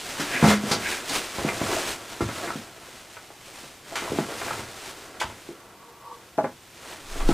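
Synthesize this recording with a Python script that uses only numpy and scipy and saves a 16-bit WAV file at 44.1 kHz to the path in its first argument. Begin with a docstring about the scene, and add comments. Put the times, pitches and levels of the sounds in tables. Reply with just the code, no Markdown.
"""A hiker in boots, with a pack, walks and shifts about on the floorboards of a small wooden hut.
First come heavy steps, hollow rasps and loud rustling, then sparser movement and a second busy spell;
something slides lightly on wood, a few last knocks follow, and a heavy push of air rocks the microphone.
Knocks are decaying board modes; grit, cloth and dragging soles are trains of random slips, filtered.
The sound is nearly mono: only a faint hiss, partly swelling with the treble, sets left and right apart."""
import sys
import numpy as np
from scipy import signal
from scipy.fft import rfft, irfft, next_fast_len
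from scipy.io import wavfile
from scipy.ndimage import uniform_filter1d

SR = 44100
rng = np.random.default_rng(int(sys.argv[2]) if len(sys.argv) > 2 else 0)


def voltage_ratio(decibels):
    """Convert decibels (scalar or array-like) to amplitude ratios, 20 dB per decade."""
    exponent = np.asarray(decibels, float) / 20
    return 10 ** exponent


def dump(signal):
    """Clip the signal to [-1, 1] and save it as 16-bit WAV at the path in sys.argv[1]."""
    limited = np.clip(np.atleast_2d(signal).T, -1, 1)
    pcm = np.round(limited * 32767).astype(np.int16)
    wavfile.write(sys.argv[1], SR, pcm)


N = 323253

# modes of the floorboards: pitch_hz, level_db
BOARD_MODES = [(62, -31), (85, -7.5), (97, -22), (110, -5), (128, -3), (148, -13), (206, 0), (226, 0),
               (250, 1.5), (300, 2.5), (346, 6), (415, 5.5), (468, 5), (550, 5.5), (620, 5.5), (680, 8),
               (780, 5.5), (830, 3.5), (890, 4.5), (955, 5), (1020, 3.5), (1140, 4.5), (1220, -7),
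               (1300, 5.5), (1450, 5), (1580, 3.5), (1710, 1.5), (1860, 0), (2070, 1.5), (2230, -10),
               (2390, -2)]


def rms_one(x):
    """Normalisation: scales a signal to unit root mean square."""
    return x / np.sqrt(np.mean(x ** 2) + 1e-20)


def filtered(x, order, hz, kind):
    """Butterworth filter: a maximally flat pass band."""
    return signal.sosfilt(signal.butter(order, hz, kind, fs=SR, output="sos"), x)


def in_time(rows, silent_db=-120):
    """Linear interpolation: turns columns into curves against time, silent outside the rows."""
    s, *columns = np.transpose(rows)
    return [np.interp(np.arange(N) / SR, s, c, silent_db, silent_db) for c in columns]


def at_hz(points, hz):
    """Interpolation on a logarithmic frequency axis."""
    point_hz, values = np.transpose(points)
    return np.interp(np.log(np.maximum(hz, 1)), np.log(point_hz), values)


def coloured(x, spectrum):
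    """Spectral shaping: multiplies the transform of a long noise by a dB curve."""
    size = next_fast_len(len(x))
    hz = np.arange(size // 2 + 1) * SR / size
    return irfft(rfft(x, size) * voltage_ratio(at_hz(spectrum, hz)), size)[:len(x)]


def drift(rate_hz):
    """Slow random modulation: noise through a double low-pass pole, scaled to spread 1."""
    hop = 40   # samples between computed points
    r = np.exp(-2 * np.pi * rate_hz * hop / SR)
    slow = signal.lfilter([1], [1, -2 * r, r * r], rng.standard_normal(N // hop + 2002))[2000:]
    return np.interp(np.arange(N) / hop, np.arange(len(slow)), rms_one(slow))


def grains(per_s, spread_db):
    """Stick-slip friction as random impulses of uneven size and sign."""
    size_db = spread_db * np.minimum(rng.exponential(1, N), 5)
    sizes = voltage_ratio(size_db) * rng.choice([-1, 1], N)
    return sizes * (rng.random(N) < per_s / SR) + 1e-18


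def resonances(x, peaks):
    """Modal filtering: parallel two-pole resonances of alternating sign, with unit rms in sum."""
    out = 0
    for k, (hz, width_hz, db) in enumerate(peaks):
        r = np.exp(-np.pi * width_hz / SR)
        poles = [1, -2 * r * np.cos(2 * np.pi * hz / SR), r * r]
        out = out + (-1) ** k * voltage_ratio(db) * rms_one(signal.lfilter([1, 0, -1], poles, x))
    return rms_one(out)


def stroke(rows, rise_db_per_s, fall_db_per_s):
    """Exponential envelope: each stroke swells, holds and fades at constant rates in dB."""
    t, gain = np.arange(N) / SR, 0
    for s, db, hold in rows:
        rise = rise_db_per_s * np.maximum(s - t, 0)
        fall = fall_db_per_s * np.maximum(t - s - hold, 0)
        gain = gain + voltage_ratio(db - rise - fall)
    return gain


def stillness():
    """Stationary noise: the quiet hut and self noise, with a fixed spectrum."""
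    # noise spectrum: pitch_hz, level_db (per Hz)
    still_spectrum = [(15, -37), (25, 2.5), (107, 9), (222, 5.5), (341, 7.5), (540, 3), (652, -12),
                      (707, 2.5), (1590, -3.5), (2130, -2), (8430, -8.5), (15700, -10.5)]
    return voltage_ratio(-54) * rms_one(coloured(rng.standard_normal(N), still_spectrum))


def side_hiss(mid):
    """Decorrelation: a flickering hiss, opposite in left and right, partly following treble loudness."""
    # hiss spectrum: pitch_hz, level_db (per Hz)
    hiss_spectrum = [(15, -31), (25, -5), (260, -2.5), (469, -2), (509, -1), (826, -4), (2060, -3.5),
                     (7300, -3.5), (15500, -4.5)]
    upper = filtered(mid, 2, 800, "high")
    loudness = np.sqrt(uniform_filter1d(upper ** 2, size=SR // 40) + 1e-12)
    steady = rms_one(coloured(rng.standard_normal(N), hiss_spectrum))
    swell = rms_one(coloured(rng.standard_normal(N), hiss_spectrum))
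    swell = filtered(swell, 1, 6100, "low") * voltage_ratio(-16.5) * loudness
    side = (voltage_ratio(-61.5) * steady + swell) * voltage_ratio(2.4 * drift(41))
    return side * np.array([[1], [-1]])


def hut(x):
    """Reverberation between close wooden walls: convolution with noise that dies band by band."""
    # reverberation time: pitch_hz, t60_s
    wall_t60 = [(100, 0.32), (500, 0.13), (2000, 0.22), (8000, 0.1)]
    t, tail = np.arange(SR // 3) / SR, 0
    for low in 60 * 2. ** np.arange(8):
        t60 = at_hz(wall_t60, low * np.sqrt(2))
        noise = rng.standard_normal(len(t)) * voltage_ratio(-60 * t / t60)
        noise = noise * (t > .005)   # the reverberation starts after 5 ms
        tail = tail + filtered(noise, 2, [low, 2 * low], "band")
    tail = voltage_ratio(-6.5) * tail / np.sqrt(np.sum(tail ** 2))
    return signal.fftconvolve(x, tail)[:N]


def air_push():
    """Infrasonic pressure on the microphone: slow lumpy noise, levelled and then given its swell."""
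    # strength of the push: start_s, level_db
    push_levels = [(7.0, -63), (7.122, -36), (7.162, -30.5), (7.276, -17), (7.33, -25)]
    lumps = filtered(rng.standard_normal(N), 2, [8, 26], "band")
    even = lumps / np.sqrt(uniform_filter1d(lumps ** 2, size=SR // 8))
    return voltage_ratio(in_time(push_levels)[0]) * even


def rubbing():
    """Friction-driven resonance: dense slips excite the few modes of a rasp and of a slide."""
    # a strap or sole rubbing with a hollow rasp: peak_s, level_db, hold_s
    rasp_strokes = [(0.355, -24, 0.0063), (0.862, -30, 0.057)]
    # resonances of the rasp: pitch_hz, width_hz, level_db
    rasp_modes = [(1637, 99, -1), (2050, 210, -2), (2410, 310, -1)]
    # something slides lightly on wood: peak_s, level_db, hold_s
    slide_strokes = [(5.62, -51.5, .5)]
    # resonances of the slide: pitch_hz, width_hz, level_db
    slide_modes = [(474, 8.2, -12), (924, 68, -7), (1145, 35, -6)]
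    rasp = resonances(grains(1500, 0.97), rasp_modes)
    rasp = rasp * stroke(rasp_strokes, rise_db_per_s=231, fall_db_per_s=188)
    uneven_slips = grains(900, 1.3) * voltage_ratio(3.2 * drift(4.4))
    slide = resonances(uneven_slips, slide_modes)
    return rasp + slide * stroke(slide_strokes, rise_db_per_s=180, fall_db_per_s=89)


def movement():
    """Friction: cloth crackles finely; dragged soles and shifting weight shake the board modes."""
    # course of the movement: start_s, rustle_db (cloth), drag_db (soles on the boards)
    motion = [(0.0, -34.5, -56), (0.18, -34, -42), (0.28, -33.5, -38), (0.38, -32.5, -37),
              (0.51, -25.5, -21), (0.59, -41, -37.5), (0.70, -30.5, -33.5), (0.79, -37, -37),
              (0.9, -28, -45), (1.04, -38, -42.5), (1.16, -24, -68), (1.22, -34, -43), (1.3, -38.5, -44),
              (1.38, -35.5, -43), (1.48, -30.5, -29.5), (1.59, -35, -38.5), (1.71, -29.5, -27.5),
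              (1.92, -30, -46), (1.99, -41.5, -44), (2.18, -41.5, -47), (2.35, -36, -41.5),
              (2.45, -36.5, -35), (2.57, -43.5, -47.5), (3.08, -49, -54), (3.18, -46.5, -59),
              (3.37, -51, -60), (3.59, -43, -58), (3.84, -49.5, -59), (3.94, -39.5, -42), (4.06, -38, -36),
              (4.35, -39, -44), (4.47, -33.5, -36), (4.61, -37, -41.5), (4.69, -42.5, -46.5),
              (4.88, -39.5, -49.5), (5.04, -47.5, -47), (5.19, -46, -47), (5.27, -43.5, -46),
              (5.45, -47, -56), (5.59, -55, -51), (5.96, -60.5, -56), (6.2, -53.5, -54.5),
              (6.72, -54.5, -60), (6.92, -39.5, -43.5), (7.06, -46.5, -56), (7.17, -39, -41.5),
              (7.27, -39.5, -39.5), (7.33, -36, -42)]
    # spectrum of clothes and pack: pitch_hz, level_db (per Hz)
    cloth_spectrum = [(180, -13), (300, -7), (501, -10.5), (572, -8.5), (686, -9), (1270, -9.5),
                      (3200, -10), (8220, -17), (14200, -30.5), (15700, -19)]
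    rustle_db, drag_db = in_time(motion)
    rustle = rms_one(coloured(grains(12000, 3.1), cloth_spectrum))
    rustle = rustle * voltage_ratio(rustle_db + 1.43 * drift(6.3))
    sheen = filtered(rustle, 2, 6000, "high")
    rustle = rustle + (voltage_ratio(2.5) - 1) * sheen   # treble lift

    upper_modes = [(hz, 12 + .06 * hz, db) for hz, db in BOARD_MODES if hz > 200]
    drag = resonances(grains(900, 2.0) * voltage_ratio(0.9 * drift(14)), upper_modes) * voltage_ratio(drag_db)

    # weight on the joists follows the dragging soles, later and with less swing
    lag_s, swing_share = .04, 0.71
    lower_modes = [(hz, 25.0, db) for hz, db in BOARD_MODES if hz <= 200]
    keep = np.exp(-1 / (lag_s * SR))
    load = signal.lfilter([1 - keep], [1, -keep], voltage_ratio(drag_db))
    weight = resonances(grains(600, 4.0), lower_modes) * voltage_ratio(-28) * load ** swing_share
    return rustle + drag + weight


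def scuffs():
    """Granular friction: a landing sole crushes grit in a burst of slips, broad with a hump of hiss."""
    # grit under the soles: start_s, level_db, centre_hz, rise_s (time constant), t60_s
    grit_bursts = [(.197, -30.5, 1620, 0.0017, 0.19), (0.712, -21.5, 4500, 0.0039, 0.14),
                   (0.431, -26.5, 1000, 0.012, 0.3), (.475, -18.5, 1850, 0.024, 0.21),
                   (1.092, -28.5, 4040, 0.0022, 0.088), (1.149, -26.5, 2400, 0.0079, 0.091),
                   (1.487, -40, 2450, 0.002, 0.062), (1.615, -48, 2950, 0.0023, 0.088),
                   (2.207, -38, 1500, 0.0035, 0.26), (3.954, -31, 2250, 0.0018, 0.23),
                   (5.198, -25, 2840, 0.0096, 0.12), (7.286, -33.5, 1520, 0.0013, 0.069)]
    out, t = np.zeros(N + SR), np.arange(SR // 3) / SR
    grit = grains(9000, 2.4)
    for s, db, centre_hz, rise, t60 in grit_bursts:
        i = round(s * SR)
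        first = min(i, N - len(t))   # where the slips are taken from
        broad = filtered(grit[first:first + len(t)], 2, [900, 8000], "band")
        hump = resonances(broad, [(centre_hz, 0.34 * centre_hz, 0)])
        burst = rms_one(broad) + 0.95 * hump
        out[i:i + len(t)] += voltage_ratio(db - 60 * t / t60) * (1 - np.exp(-t / rise)) * burst
    return out[:N]


def knocks():
    """Modal impact: a blow starts the board modes near its centre in step; high modes die first."""
    # blows on the boards: start_s, peak_db, centre_hz, t60_s (of the ring; floor of 0.03),
    # fall_db (per octave above the centre)
    blows = [(0.197, -20, 290, 0.29, 5.5), (0.35, -28, 240, 0.43, 26), (.427, -7, 209, 0.2, 4.5),
             (.440, -4, 212, 0.36, 3.5), (.463, -12.5, 213.4, 0.43, 17), (0.489, -24, 328, 0.32, 1),
             (0.637, -21.5, 233, 0.25, 17), (0.713, -13.5, 226, 0.49, 0), (0.769, -28, 230, 0.22, 15),
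             (0.799, -38, 228, 0.17, 20), (1.105, -27.5, 320, 0.15, 2), (1.160, -22.5, 365, 0.11, 3),
             (1.385, -18, 87, 0.31, 0.5), (1.448, -14, 288, 0.12, 15), (1.488, -16, 1220, 0.022, -20),
             (1.615, -14, 178, 0.13, 2.5), (1.693, -22.5, 410, 0.085, 9), (1.728, -21, 338, 0.27, -0.5),
             (1.768, -18, 614, 0.051, 27), (2.207, -14, 372, 0.14, 3.5), (2.212, -32, 880, 0.043, 7),
             (2.218, -21.5, 103, 0.4, 18), (2.288, -21, 300, 0.11, -2), (2.473, -24, 350, 0.19, -4),
             (2.504, -18.5, 1316, 0.021, 6), (2.511, -33, 1430, 0.02, 6), (2.556, -24, 240, 0.042, 26),
             (3.168, -32, 1240, 0.048, -4), (3.304, -33, 730, 0.057, 6), (3.634, -38.5, 315, 0.27, 3),
             (3.923, -30, 652, 0.16, 11), (3.956, -23, 1220, 0.13, 15), (4.022, -25.5, 392, 0.09, 1.5),
             (4.078, -26, 1000, 0.043, 22), (4.119, -16.5, 387, 0.11, 20), (4.1, -32, 112, 0.23, 14),
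             (4.15, -26, 300, 0.11, 1), (4.187, -10.5, 330, 0.025, 3.5), (4.287, -27.5, 496, 0.28, 2.5),
             (4.321, -27.5, 385, .1, 1), (4.416, -20.5, 763, 0.045, -6), (4.481, -23.5, 1530, 0.038, -14),
             (4.508, -19, 1250, 0.024, -1), (4.517, -38, 110, 0.1, 9), (4.593, -23.5, 127, 0.16, 0),
             (5.214, -15.5, 900, 0.098, -4.5), (5.244, -31, 85, 0.15, 7), (5.300, -29.5, 940, 0.04, -2),
             (5.489, -26.5, 350, .1, 10), (5.513, -36, 416, 0.1, 30), (6.380, -18.5, 284, 0.14, 4),
             (6.385, -10.5, 640, 0.12, 10), (6.437, -25, 255, 0.1, 8), (6.443, -16.5, 568, 0.12, 3.5),
             (6.929, -36, 304, 0.2, 0), (7.158, -30, 370, 0.1, 5), (7.207, -23, 1080, 0.041, 1),
             (7.226, -29, 300, .1, 17), (7.29, -9.5, 315, 0.17, 11), (7.309, -25, 1300, .1, 8)]
    # fall one octave below the centre of a knock: centre_hz, fall_db
    fall_below = [(110, 20), (210, 11.5), (340, 17.5), (700, 13), (1300, 6)]
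    out, t = np.zeros(N + SR), np.arange(SR // 3) / SR
    hz, mode_db = np.transpose(BOARD_MODES)[:, :, None]
    chance = rng.standard_normal((len(blows), 2, len(BOARD_MODES), 1))
    for (s, peak_db, centre_hz, t60, above_db), (strength, place) in zip(blows, chance):
        octaves = np.log2(hz / centre_hz)
        below_db = at_hz(fall_below, centre_hz)
        slope_db = np.where(octaves > 0, -above_db * octaves, -below_db * octaves ** 2)
        slope_db += 10.7 * np.exp(-(octaves / 0.076) ** 2)   # the board right underfoot rings most
        pitch = hz * (1 + 0.023 * place)   # another spot on the floor, slightly other boards
        life = np.clip(t60, .03, 1) * (hz / centre_hz) ** np.where(octaves > 0, -.6, -.3)
        level_db = mode_db + slope_db + 2.0 * strength - 60 * t / life
        ring = (voltage_ratio(level_db) * np.sin(2 * np.pi * pitch * t)).sum(axis=0)
        ring *= 1 - np.exp(-t / 0.00077)   # contact time
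        ring *= 1 + 1.8 * np.exp(-t / 0.0097)   # sharp first pulse, then the sole damps the board
        low_hz = max(centre_hz / 2 ** np.sqrt(21.0 / below_db), 45)
        ring = filtered(ring, 4, low_hz, "high")   # a knock of higher pitch has less deep sound
        i = round(s * SR)
        out[i:i + len(t)] += voltage_ratio(peak_db) * ring / np.abs(ring).max()
    return out[:N]


def scene():
    """Superposition: all sources add in the middle; only the side hiss sets left and right apart."""
    impacts = knocks() + scuffs()
    mid = impacts + hut(impacts) + movement() + rubbing() + stillness()
    return mid + air_push() + side_hiss(mid)


def band_limit(x):
    """A steep low-pass at the top of the band."""
    return signal.sosfilt(signal.butter(12, 15820, fs=SR, output="sos"), x)


def record(dry):
    """Band limiting: a steep low-pass removes 60 dB from 16 kHz up."""
    low_pass = signal.cheby2(12, 60, 16000, fs=SR, output="sos")
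    mix = signal.sosfilt(low_pass, dry)
    return band_limit(mix)


dry = scene()
out = record(dry)
dump(out)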